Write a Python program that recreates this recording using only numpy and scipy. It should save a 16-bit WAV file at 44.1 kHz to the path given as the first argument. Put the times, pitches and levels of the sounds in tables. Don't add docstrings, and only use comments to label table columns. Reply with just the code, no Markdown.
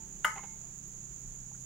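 import sys
import numpy as np
from scipy import signal
from scipy.fft import rfft, irfft
from scipy.io import wavfile
from scipy.ndimage import uniform_filter1d

SR = 44100
rng = np.random.default_rng(int(sys.argv[2]) if len(sys.argv) > 2 else 0)


def master(y):
    cut = np.clip(np.atleast_2d(y).T, -1, 1)
    pcm = np.round(cut * 32767)
    wavfile.write(sys.argv[1], SR, pcm.astype(np.int16))


N = 72765

# start_s, strength_db, focus_hz, fall_db_per_octave
TOUCHES = [(-.1, -10.5, 886, 16), (.2455, 0.5, 1380, 0), (.376, -4, 2250, 28)]
MODE_HZ = [640, 886, 1010, 1248, 1279, 1470, 1745, 1980, 2050, 2160, 2880, 3035, 6770, 7368, 10390, 10560,
           11990, 12850, 13230, 15700]
# contact_db, ring_db, t60_s, left_minus_right_db
MODES = [(-41, -55, .12, -4), (-64, -43, 0.7, 11), (-41, -35, 0.13, -1.5), (-32.5, -29.5, 0.15, 6.5),
         (-23, -45, .13, 8), (-18, -48, .13, 2.5), (-38, -57.5, 0.095, -1), (-23, -48.5, 0.3, 7),
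         (-40, -39.5, .2, 11), (-41, -45.5, 0.45, 9), (-49.5, -60, 0.14, 15), (-33.5, -42, 0.13, -11),
         (-42.5, -42, 0.13, -30), (-49.5, -47.5, .22, -19), (-47.5, -47.5, .2, 28), (-39, -47, .15, 17),
         (-43.5, -52, .2, 16), (-54, -62, .15, 16), (-55, -50, .14, 16), (-45, -46, .09, 21)]
# frequency_hz, density_db
CRACK_SPECTRUM = [(200, -28.5), (500, -4), (1400, -20), (3150, -1.5), (4000, -28), (5500, -19.5),
                  (7000, -19), (9400, -20.5), (10600, -18.5), (14000, -31), (15800, -24)]
# frequency_hz, density_db
ECHO_SPECTRUM = [(200, -48), (450, -12), (750, -10), (1350, 2.5), (2050, -1.5), (2450, -9.5), (3000, -12),
                 (3900, -24), (7000, -10.5), (9300, -21), (10800, -23.5), (14000, -32.5), (16000, -36)]
# start_s, level_db, pitch_hz, t60_s
KNOCKS = [(0.357, -45, 791, 0.15), (0.374, -41.5, 1053, 0.11), (.431, -48.5, 810, 0.091),
          (.436, -46, 828, 0.095), (0.63, -67.5, 684, 0.24), (1.512, -60, 860, 0.06),
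          (1.547, -61.5, 1472, 0.071)]
# frequency_hz, density_db
SCUFF_SPECTRUM = [(200, -23), (430, -0.5), (1200, -2), (2600, -5), (4500, -24), (16000, -44)]
# pitch_hz, width_hz, level_db, left_minus_right_db
CRICKET_GROUPS = [(6640, 520, -52.5, -13), (6962, 577, -49, -16), (6610, 570, -54.5, -6),
                  (10330, 1100, -71.5, 1)]
# start_s, level_db
TICKS = [(0.776, -61), (.877, -58), (1.196, -60)]
# start_s, level_db, t60_s
RUSTLES = [(.912, -62, 0.42), (1.585, -61, 0.98)]
# frequency_hz, density_db
CLOTH_SPECTRUM = [(500, -9), (3000, -3), (6000, 4), (9000, 8.5), (12000, 1), (16000, -7)]
# harmonic_number, start_level_db, end_level_db
ENGINE_HARMONICS = [(4, -65, -54.5), (5, -63, -65), (6, -63, -63.5), (7, -78, -80), (12, -74.5, -85)]
# frequency_hz, density_db
RUMBLE_SPECTRUM = [(12, -7), (30, 6), (55, -7), (100, -13.5), (170, -20.5), (300, -29), (1000, -59)]
# time_s, gain_db
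RUMBLE_SWELL = [(0, 0), (.15, -1.5), (.5, 0.5), (0.848, -1.5), (1.05, 3), (1.3, 1), (1.62, -3.5)]
# frequency_hz, density_db
AIR_MID_SPECTRUM = [(60, -1.5), (170, 3.5), (260, -4), (400, -6.5), (550, -13.5), (1500, -17.5),
                    (3500, -22), (9000, -34.5), (16000, -22)]
# frequency_hz, density_db
AIR_SIDE_SPECTRUM = [(20, -12.5), (150, 6), (400, -10.5), (700, -10), (2000, -12.5), (4500, -18.5),
                     (9000, -23), (16000, -19.5)]


def clink(start, strength_db, focus_hz, fall_db):
    attack_s, contact_s, release_s, echo_delay_s = 0.0016, 0.0064, 0.00036, 0.0078
    t = since(start)
    rise = np.minimum(t / attack_s, 1)
    contact = fade(t, t60=0.072) * np.exp(-since(start + contact_s) / release_s)
    modes = 0
    for k, (hz, (contact_db, ring_db, t60, pan_db)) in enumerate(zip(MODE_HZ, MODES)):
        flicker_db = 3.7 * np.array([wander(57.7), wander(57.7)])
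        envelope = undb(contact_db - fall_db) * contact + undb(ring_db + flicker_db) * fade(t, t60)
        drive = (-1) ** k * undb(-fall_db * abs(np.log2(hz / focus_hz)))
        modes = modes + pan(pan_db) * drive * rise * envelope * np.sin(2 * np.pi * hz * t)
    crack = undb(-24) * pan(2.5) * ware_colour(noise(CRACK_SPECTRUM))
    crack *= np.sqrt(rise) * fade(t, t60=0.027)
    echo = undb(-29) * pan(0.5) * reflections()
    echo *= np.minimum(t / echo_delay_s, 1) * fade(since(start + echo_delay_s), t60=0.29)
    hardness = undb(-fall_db)
    return undb(strength_db) * (modes + hardness * (crack + echo))


def ware_colour(x):
    return unit(x + undb(6) * sum(resonate(x, hz, width_hz=163) for hz in MODE_HZ))


def reflections(alike_below_hz=900):
    mid, side = ware_colour(noise(ECHO_SPECTRUM, channels=2))
    side = signal.sosfilt(signal.butter(1, alike_below_hz, "high", fs=SR, output="sos"), side)
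    return unit(np.array([mid + side, mid - side]))


def knock(start, hz, t60, table_hz=435, attack_s=0.0023):
    t = since(start)
    board_noise = unit(resonate(rng.standard_normal(N), hz, width_hz=230))
    board = np.sin(2 * np.pi * hz * t) + board_noise / np.sqrt(2)
    scuff = undb(-5) * noise(SCUFF_SPECTRUM)
    table = undb(-13.5) * np.sin(2 * np.pi * table_hz * t) * fade(t, t60=0.12)
    return ((board + scuff) * fade(t, t60) + table) * np.minimum(t / attack_s, 1)


def cricket(hz, width_hz, typical_strokes_per_s=85, teeth_per_s=2300, stroke_share=0.82):
    strokes_per_s = typical_strokes_per_s * np.exp(0.25 * rng.standard_normal() + 0.0383 * wander(9))
    stroke_phase = (rng.random() + np.cumsum(strokes_per_s) / SR) % 1
    push = np.sin(np.pi * np.minimum(stroke_phase / stroke_share, 1))
    teeth = (rng.random((2, N)) < teeth_per_s / SR) * push
    wing_hz = hz * (1 + 0.0072 * rng.standard_normal())
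    return unit(resonate(teeth, wing_hz, width_hz))


def chorus(per_group=14):
    return sum(undb(db) * pan(pan_db) * unit(sum(cricket(hz, width_hz) for _ in range(per_group)))
               for hz, width_hz, db, pan_db in CRICKET_GROUPS)


def ticks():
    envelope = sum(undb(db) * (since(start) > 0) * fade(since(start), t60=0.05) for start, db in TICKS)
    return envelope * unit(resonate(rng.standard_normal((2, N)), hz=13300, width_hz=3000))


def rustle(attack_s=0.014):
    envelope = sum(undb(db) * np.minimum(since(start) / attack_s, 1) * fade(since(start), t60)
                   for start, db, t60 in RUSTLES)
    return envelope * undb(wander(36)) * noise(CLOTH_SPECTRUM, channels=2)


def engine(firing_hz=31.91, waver=0.004):
    phase = 2 * np.pi * np.cumsum(firing_hz * (1 + waver * wander(5.3))) / SR
    return sum(np.sqrt(2) * undb(np.linspace(start_db, end_db, N)) * np.sin(harmonic * phase)
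               for harmonic, start_db, end_db in ENGINE_HARMONICS)


def air():
    swell_db = np.interp(since(0), *np.array(RUMBLE_SWELL).T)
    rumble = undb(-55.5 + swell_db) * noise(RUMBLE_SPECTRUM)
    mid = undb(-60.5 - 1.15 * wander(3.4)) * noise(AIR_MID_SPECTRUM)
    side = undb(-63.5) * noise(AIR_SIDE_SPECTRUM)
    return rumble + mid + side * np.array([[1], [-1]])


def undb(db):
    return 10 ** (np.asarray(db) / 20)


def unit(x):
    return x / np.sqrt(np.mean(x ** 2) + 1e-30)


def pan(db):
    return unit(undb(np.array([[db], [-db]]) / 2))


def since(start):
    return np.maximum(np.arange(N) / SR - start, 0)


def fade(t, t60):
    return np.exp(-np.log(1000) * t / t60)


def wander(steps_per_s):
    hold = max(int(SR / steps_per_s), 1)
    steps = np.repeat(rng.standard_normal(N // hold + 1), hold)
    return unit(uniform_filter1d(uniform_filter1d(steps, hold), hold)[:N])


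def noise(spectrum, channels=1):
    hz, db = np.array(spectrum).T
    bin_hz = np.maximum(np.fft.rfftfreq(N, 1 / SR), 1)
    gain = undb(np.interp(np.log(bin_hz), np.log(hz), db))
    return unit(irfft(rfft(rng.standard_normal((channels, N))) * gain, N))


def resonate(x, hz, width_hz):
    b, a = signal.iirpeak(hz, hz / width_hz, fs=SR)
    return signal.lfilter(b, a, signal.lfilter(b, a, x))


def scene():
    clinks = sum(clink(*touch) for touch in TOUCHES)
    knocks = sum(undb(db) * knock(start, hz, t60) for start, db, hz, t60 in KNOCKS)
    return clinks + knocks + chorus() + ticks() + rustle() + engine() + air()


def record(dry, cutoff_hz=15850):
    return signal.sosfilt(signal.ellip(10, 0.2, 70, cutoff_hz, fs=SR, output="sos"), dry)


dry = scene()
out = record(dry)
master(out)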